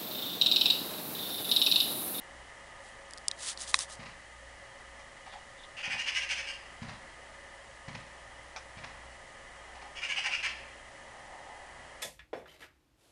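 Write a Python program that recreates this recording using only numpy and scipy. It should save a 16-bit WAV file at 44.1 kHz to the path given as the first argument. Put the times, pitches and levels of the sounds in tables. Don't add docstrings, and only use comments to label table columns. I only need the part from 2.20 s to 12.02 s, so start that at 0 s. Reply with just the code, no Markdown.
import sys
import numpy as np
from scipy import signal
from scipy.fft import rfft, irfft, next_fast_len
from scipy.io import wavfile
from scipy.ndimage import map_coordinates

SR = 44100
rng = np.random.default_rng(int(sys.argv[2]) if len(sys.argv) > 2 else 0)


def inscribe(sig):
    pcm = np.round(np.clip(np.atleast_2d(sig).T, -1, 1) * 32767)
    wavfile.write(sys.argv[1], SR, pcm.astype(np.int16))


N = 433017


def amp(db):
    return 10 ** (np.asarray(db) / 20)


def unit(x):
    return x / np.sqrt(np.mean(x ** 2) + 1e-20)


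def clock():
    return np.arange(N) / SR


def along(points, hz):
    f, v = np.transpose(points)
    return np.interp(np.log(hz + 1), np.log(f + 1), v)


def curve(rows):
    return np.interp(clock(), *np.transpose(rows))


def wobble(rate):
    return map_coordinates(rng.standard_normal(int(N * rate / SR) + 4), [np.arange(N) * rate / SR])


def filtered(x, response):
    m = next_fast_len(N + SR // 2)
    return irfft(rfft(x, m) * response(np.fft.rfftfreq(m, 1 / SR)), m)[:N]


def noise(spectrum):
    return unit(filtered(rng.standard_normal(N), lambda hz: amp(along(spectrum, hz))))


def resonant_noise(modes):
    def response(f):
        return sum(amp(db) / (1 + ((f - hz) / width * 1.95) ** 2) for hz, width, db in modes)
    return unit(filtered(rng.standard_normal(N), response))


def treble(x, edge_hz):
    return filtered(x, lambda hz: 1 - 1 / (1 + (hz / edge_hz) ** 8))


def swells(rows):
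    t, power = clock(), np.zeros(N)
    for s, db, half in rows:
        near = slice(*np.searchsorted(t, [s - 4 * half, s + 4 * half]))
        power[near] += amp(db) ** 2 * np.exp(-2 * np.log(2) * ((t[near] - s) / half) ** 2)
    return np.sqrt(power)


def add(track, s, sound):
    track[round(s * SR):][:len(sound)] += sound


def traffic():
    # (time [s], level [dB])
    levels = [(0, -55), (1.4, -54.5), (2.5, -56.5), (4, -55.5), (7.5, -54), (9.82, -55)]
    # (frequency [Hz], spectral level [dB])
    street = [(100, -11), (300, -8), (480, -7), (600, -1), (900, -1), (1400, -7.5), (2500, -12),
              (5000, -30)]
    return amp(curve(levels) + 0.68 * wobble(5)) * noise(street)


def engine_hum(hum_hz=60, octave_db=-14.5):
    # (time [s], level [dB])
    levels = [(0.0, -73), (0.24, -63), (0.48, -68.5), (2.28, -57.5), (2.58, -69), (2.7, -60.5), (2.94, -69),
              (3.9, -69), (3.96, -61), (4.8, -64), (5.52, -63.5), (6.9, -60.5), (7.08, -68), (7.56, -60),
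              (8.04, -67), (8.34, -57.5), (8.82, -67), (9.82, -66)]
    phase = 2 * np.pi * np.cumsum(hum_hz + 0.847 * wobble(7.6)) / SR
    tone = unit(np.sin(phase) + amp(octave_db) * np.sin(2 * phase))
    return amp(curve(levels) + 2.1 * wobble(6)) * tone


def camera_noise(whirr_db=-54.0, hiss_db=-57.5):
    # (frequency [Hz], width [Hz], level [dB])
    whirr = [(549.6, 31, 1), (1237.6, 32.6, -1.5), (1770, 210, -6.5), (1988, 210, -4), (2610, 42, -27),
             (2923, 136, -11), (3212, 50, -9.5)]
    # (frequency [Hz], spectral level [dB])
    hiss = [(20, 15.5), (35, 24.5), (50, 8), (115, 14), (170, 4), (235, 6.5), (320, 0), (3500, 2),
            (7500, 0.5), (10000, -2)]
    return amp(whirr_db) * resonant_noise(whirr) + amp(hiss_db) * noise(hiss)


def finger_slides(grain_db=2.5, edge_db=3):
    # (centre [s], level [dB], half width [s])
    strokes = [(.668, -59, .04), (1.235, -40.5, 0.034), (1.29, -34.5, 0.028), (1.42, -39, 0.025),
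               (1.494, -40, 0.02), (1.555, -36.5, 0.014), (1.612, -36.5, 0.025), (1.722, -47, 0.027)]
    # (frequency [Hz], spectral level [dB])
    skin = [(600, -17.5), (1300, -7), (2400, -9), (3400, -1.5), (7000, -2), (8600, -2.5), (10100, -4.5),
            (11000, -9)]
    friction = unit(noise(skin) * amp(grain_db * wobble(700)))
    upper = treble(friction, edge_hz=9700)
    return swells(strokes) * (friction - upper + amp(edge_db) * upper)


def case_clicks(crack_db=-12, crack_t60=0.0058, spot_t60=0.0065):
    # (time [s], level of the first 5 ms [dB], ring of the spot [Hz], gain of the deep modes [dB])
    presses = [(.909, -48.5, 5260, -20), (.9353, -42, 4740, -20), (.976, -46, 4400, -20),
               (.982, -46, 4670, -20), (1.0828, -23, 4900, -23), (1.1138, -32, 3960, -14),
               (1.375, -39.5, 4340, -12), (1.543, -16, 3890, 2.5), (1.59, -29, 5000, -5.5)]
    # (frequency [Hz], level [dB], t60 [s])
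    case_modes = [(1086, -4.5, 0.013), (1550, -12, 0.0075), (1970, -7.5, 0.0088), (2560, -9, 0.015),
                  (3580, -12, 0.0098), (4940, -9.5, 0.013), (5600, -6, 0.008), (7000, -2, 0.0022),
                  (8150, -8, 0.0055), (9740, -5.5, 0.0042)]
    # (ring of the spot [Hz], treble gain [dB])
    brightness = [(3900, -4), (4300, -3), (5000, 7.5)]
    # (click level [dB], ring level [dB])
    spot_ring = [(-43, -2.5), (-13.5, 5)]
    track, t = np.zeros(N), np.arange(SR // 25) / SR
    for s, db, spot_hz, knock_db in presses:
        colour = [(2600, knock_db), (3400, 0), (5600, 0), (8000, along(brightness, spot_hz))]
        spot_mode = (spot_hz, np.interp(db, *np.transpose(spot_ring)), spot_t60)
        ring = np.zeros(len(t))
        for hz, level, t60 in case_modes + [spot_mode]:
            decay = amp(level + along(colour, hz) + rng.normal(0, 1) - 60 * t / t60)
            ring += decay * np.sin(2 * np.pi * (hz * t + rng.random()))
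        crack = np.diff(rng.standard_normal(len(t) + 1)) * amp(crack_db - 60 * t / crack_t60)
        snap = (ring + crack) * (1 - np.exp(-t / .0001))
        add(track, s, amp(db) * snap / snap[:SR // 200].std())
    return treble(track, edge_hz=870)


def steps(thud_hz=135, push_s=0.0042, boom_db=-8, boom_t60=0.16, grit_t60=0.18,
          clack_db=-6, clack_t60=0.045, sole_delay_s=.065):
    # (time [s], thud level [dB], grit level [dB])
    heels = [(1.792, -42.5, -43), (3.06, -62, -51), (3.675, -42, -43), (4.618, -35, -43),
             (5.68, -36, -45.5), (6.569, -43, -46), (7.549, -62, -51)]
    # (frequency [Hz], spectral level [dB])
    grit = [(240, -28), (450, -12), (800, 0), (1500, -6), (2400, -3), (3000, -10.5), (5200, -12.5),
            (6500, -21), (9000, -33)]
    push, boom, crunch = np.zeros((3, N))
    t = np.arange(SR // 3) / SR
    soles = [(s + sole_delay_s, thud_db - 2, grit_db + .5) for s, thud_db, grit_db in heels]
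    for s, thud_db, grit_db in heels + soles:
        pulse = (t / push_s) ** 2 * np.exp(2 - 2 * t / push_s)
        add(push, s, -amp(thud_db) * np.sin(2 * np.pi * thud_hz * t) * pulse)
        add(boom, s, amp(thud_db + boom_db - 60 * t / boom_t60) * (1 - np.exp(-t / 0.0079)))
        contact = amp(-60 * t / grit_t60) + amp(clack_db - 60 * t / clack_t60)
        add(crunch, s, amp(grit_db) * contact * (1 - np.exp(-t / 0.0036)))
    ground = resonant_noise([(119, 44, 0.19), (233, 39, 2)])
    grains = unit(noise(grit) * amp(2.5 * wobble(500) + 3.3 * wobble(110)))
    return push + boom * ground + crunch * grains


def lane(x, walls_db=-7, tail_db=-8.5, spread_s=.055, count=40):
    # (frequency [Hz], t60 [s])
    decay_times = [(200, 0.67), (2300, 0.84), (4500, 0.8), (10000, 0.19)]
    hz, t, spectra = signal.stft(rng.standard_normal(SR), SR, nperseg=256)
    decay = amp(-60 * t / along(decay_times, hz)[:, None])
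    tail = signal.istft(spectra * decay, SR, nperseg=256)[1]
    walls = np.zeros(len(tail))
    walls[(SR * (.008 + spread_s * rng.random(count))).astype(int)] = rng.choice([-1, 1], count)
    answer = amp(walls_db) * walls / np.linalg.norm(walls) + amp(tail_db) * tail / np.linalg.norm(tail)
    return x + signal.fftconvolve(x, answer)[:N]


def scuff():
    # (time [s], level [dB], t60 [s])
    contacts = [(2.792, -51.5, .16), (6.3616, -29, 0.02), (6.367, -42.5, .17), (6.3757, -44, .014)]
    # (frequency [Hz], spectral level [dB])
    pebble = [(300, -24), (520, -4), (720, 2), (1400, 2), (1900, -10), (2400, 3.5), (2900, -17), (3500, -6),
              (4400, -12), (5600, -2.5), (7000, -18.5), (10000, -34)]
    force, t = np.zeros(N), np.arange(SR // 4) / SR
    for s, db, t60 in contacts:
        add(force, s, amp(db - 60 * t / t60) * (1 - np.exp(-t / 0.00074)))
    return force * noise(pebble)


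def far_calls():
    # (centre of the first note [s], level [dB])
    calls = [(3.072, -48), (3.657, -49), (7.563, -47.5), (7.99, -45)]
    # (delay [s], gain [dB], half width [s])
    pair = [(0, 0, 0.013), (0.091, 0.5, 0.025)]
    # (centre [s], level [dB], half width [s])
    chirps = [(3.13, -57, .03), (3.40, -57.5, .015), (3.443, -51, .01)]
    hoarse = unit(resonant_noise([(812, 110, 0)]) * amp(2.9 * wobble(120)))
    notes = [(s + delay, db + note_db, half) for s, db in calls for delay, note_db, half in pair]
    return swells(notes) * hoarse + swells(chirps) * resonant_noise([(3500, 650, 0)])


def rattle(note_s=.05, pitch_hz=450, arch=.14, jitter=.08, shimmer_db=2, air_share=.42, swell_db=7.5,
           beak_hz=2610, beak_scatter=0.046, beak_db=2.5, beak_width_hz=300):
    # (time [s], level [dB])
    notes = [(3.569, -41), (3.629, -35.5), (3.701, -33), (3.779, -34), (3.862, -32), (3.946, -30),
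             (4.008, -37.5), (4.092, -31.5), (4.168, -37.5), (4.268, -38), (7.756, -42), (7.819, -34.5),
             (7.886, -33), (7.960, -32), (8.036, -31.5), (8.115, -31), (8.228, -31.5)]
    # (frequency [Hz], gain [dB])
    throat = [(400, -48), (750, -17.5), (1150, -15.5), (1550, -6.5), (2250, -1), (2900, 0), (3300, -8.5),
              (3850, -18), (4750, -11.5), (5100, -10), (5600, -14), (6350, -14), (7200, -23.5),
              (8900, -23.5), (10500, -34.5)]
    # (time [s], treble gain [dB])
    rasp = [(3.57, -0.5), (4.3, 3.5), (7.75, 0), (8.25, -1.5)]
    track, unrest = np.zeros(N), wobble(300)
    size, lead = int(note_s * SR), SR // 250
    effort = np.sin(np.pi * np.arange(size) / size)
    for s, db in notes:
        rasp_db = np.interp(s, *np.transpose(rasp))
        peak_hz = beak_hz * (1 + beak_scatter * rng.standard_normal())
        waver = jitter * unrest[round(s * SR):][:size]
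        pitch = pitch_hz * np.exp(arch * (effort - 1) + waver + .06 * rng.standard_normal())
        cycles = np.cumsum(pitch) / SR
        strengths, air = rng.standard_normal((2, SR // 8))[:, :size]
        pulses = np.diff(np.floor(cycles), prepend=-1) * amp(shimmer_db * strengths)
        puffs = air * np.exp(-2 * (cycles % 1))
        loudness = amp(db + swell_db * (effort - 1))
        source = np.sqrt(1 - air_share) * unit(pulses) + np.sqrt(air_share) * unit(puffs)
        note = np.pad(branches(loudness * source), (lead, 0))
        hz = np.fft.rfftfreq(len(note), 1 / SR)
        tract_db = along(throat, hz) + beak_db / (1 + ((hz - peak_hz) / beak_width_hz) ** 2)
        voice = irfft(rfft(note) * amp(tract_db + along([(3200, 0), (4500, rasp_db)], hz)))
        add(track, s - lead / SR, voice * np.linalg.norm(loudness) / np.linalg.norm(voice))
    return track


def branches(x, scatter_db=-2, depth_s=.005, count=12):
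    paths = np.zeros(SR // 25)
    gains = rng.choice([-1, 1], count) * amp(scatter_db) / np.sqrt(count)
    paths[(SR * depth_s * rng.random(count)).astype(int)] = gains
    paths[0] = 1
    return signal.fftconvolve(x, paths / np.linalg.norm(paths))


def far_car():
    # (centre [s], level [dB], half width [s])
    passage = [(9.25, -51, 0.27)]
    return swells(passage) * resonant_noise([(817, 320, 0)]) * amp(1.2 * wobble(14))


def scene():
    near = lane(rattle() + steps()) + scuff() + case_clicks() + finger_slides()
    far = far_calls() + far_car() + traffic() + engine_hum()
    return (near + far + camera_noise())[None]


def record(dry, corner_hz=10550, stop_hz=11400):
    return filtered(dry[0], lambda hz: (hz < stop_hz) / (1 + (hz / corner_hz) ** 60))[None]


dry = scene()
out = record(dry)
inscribe(out)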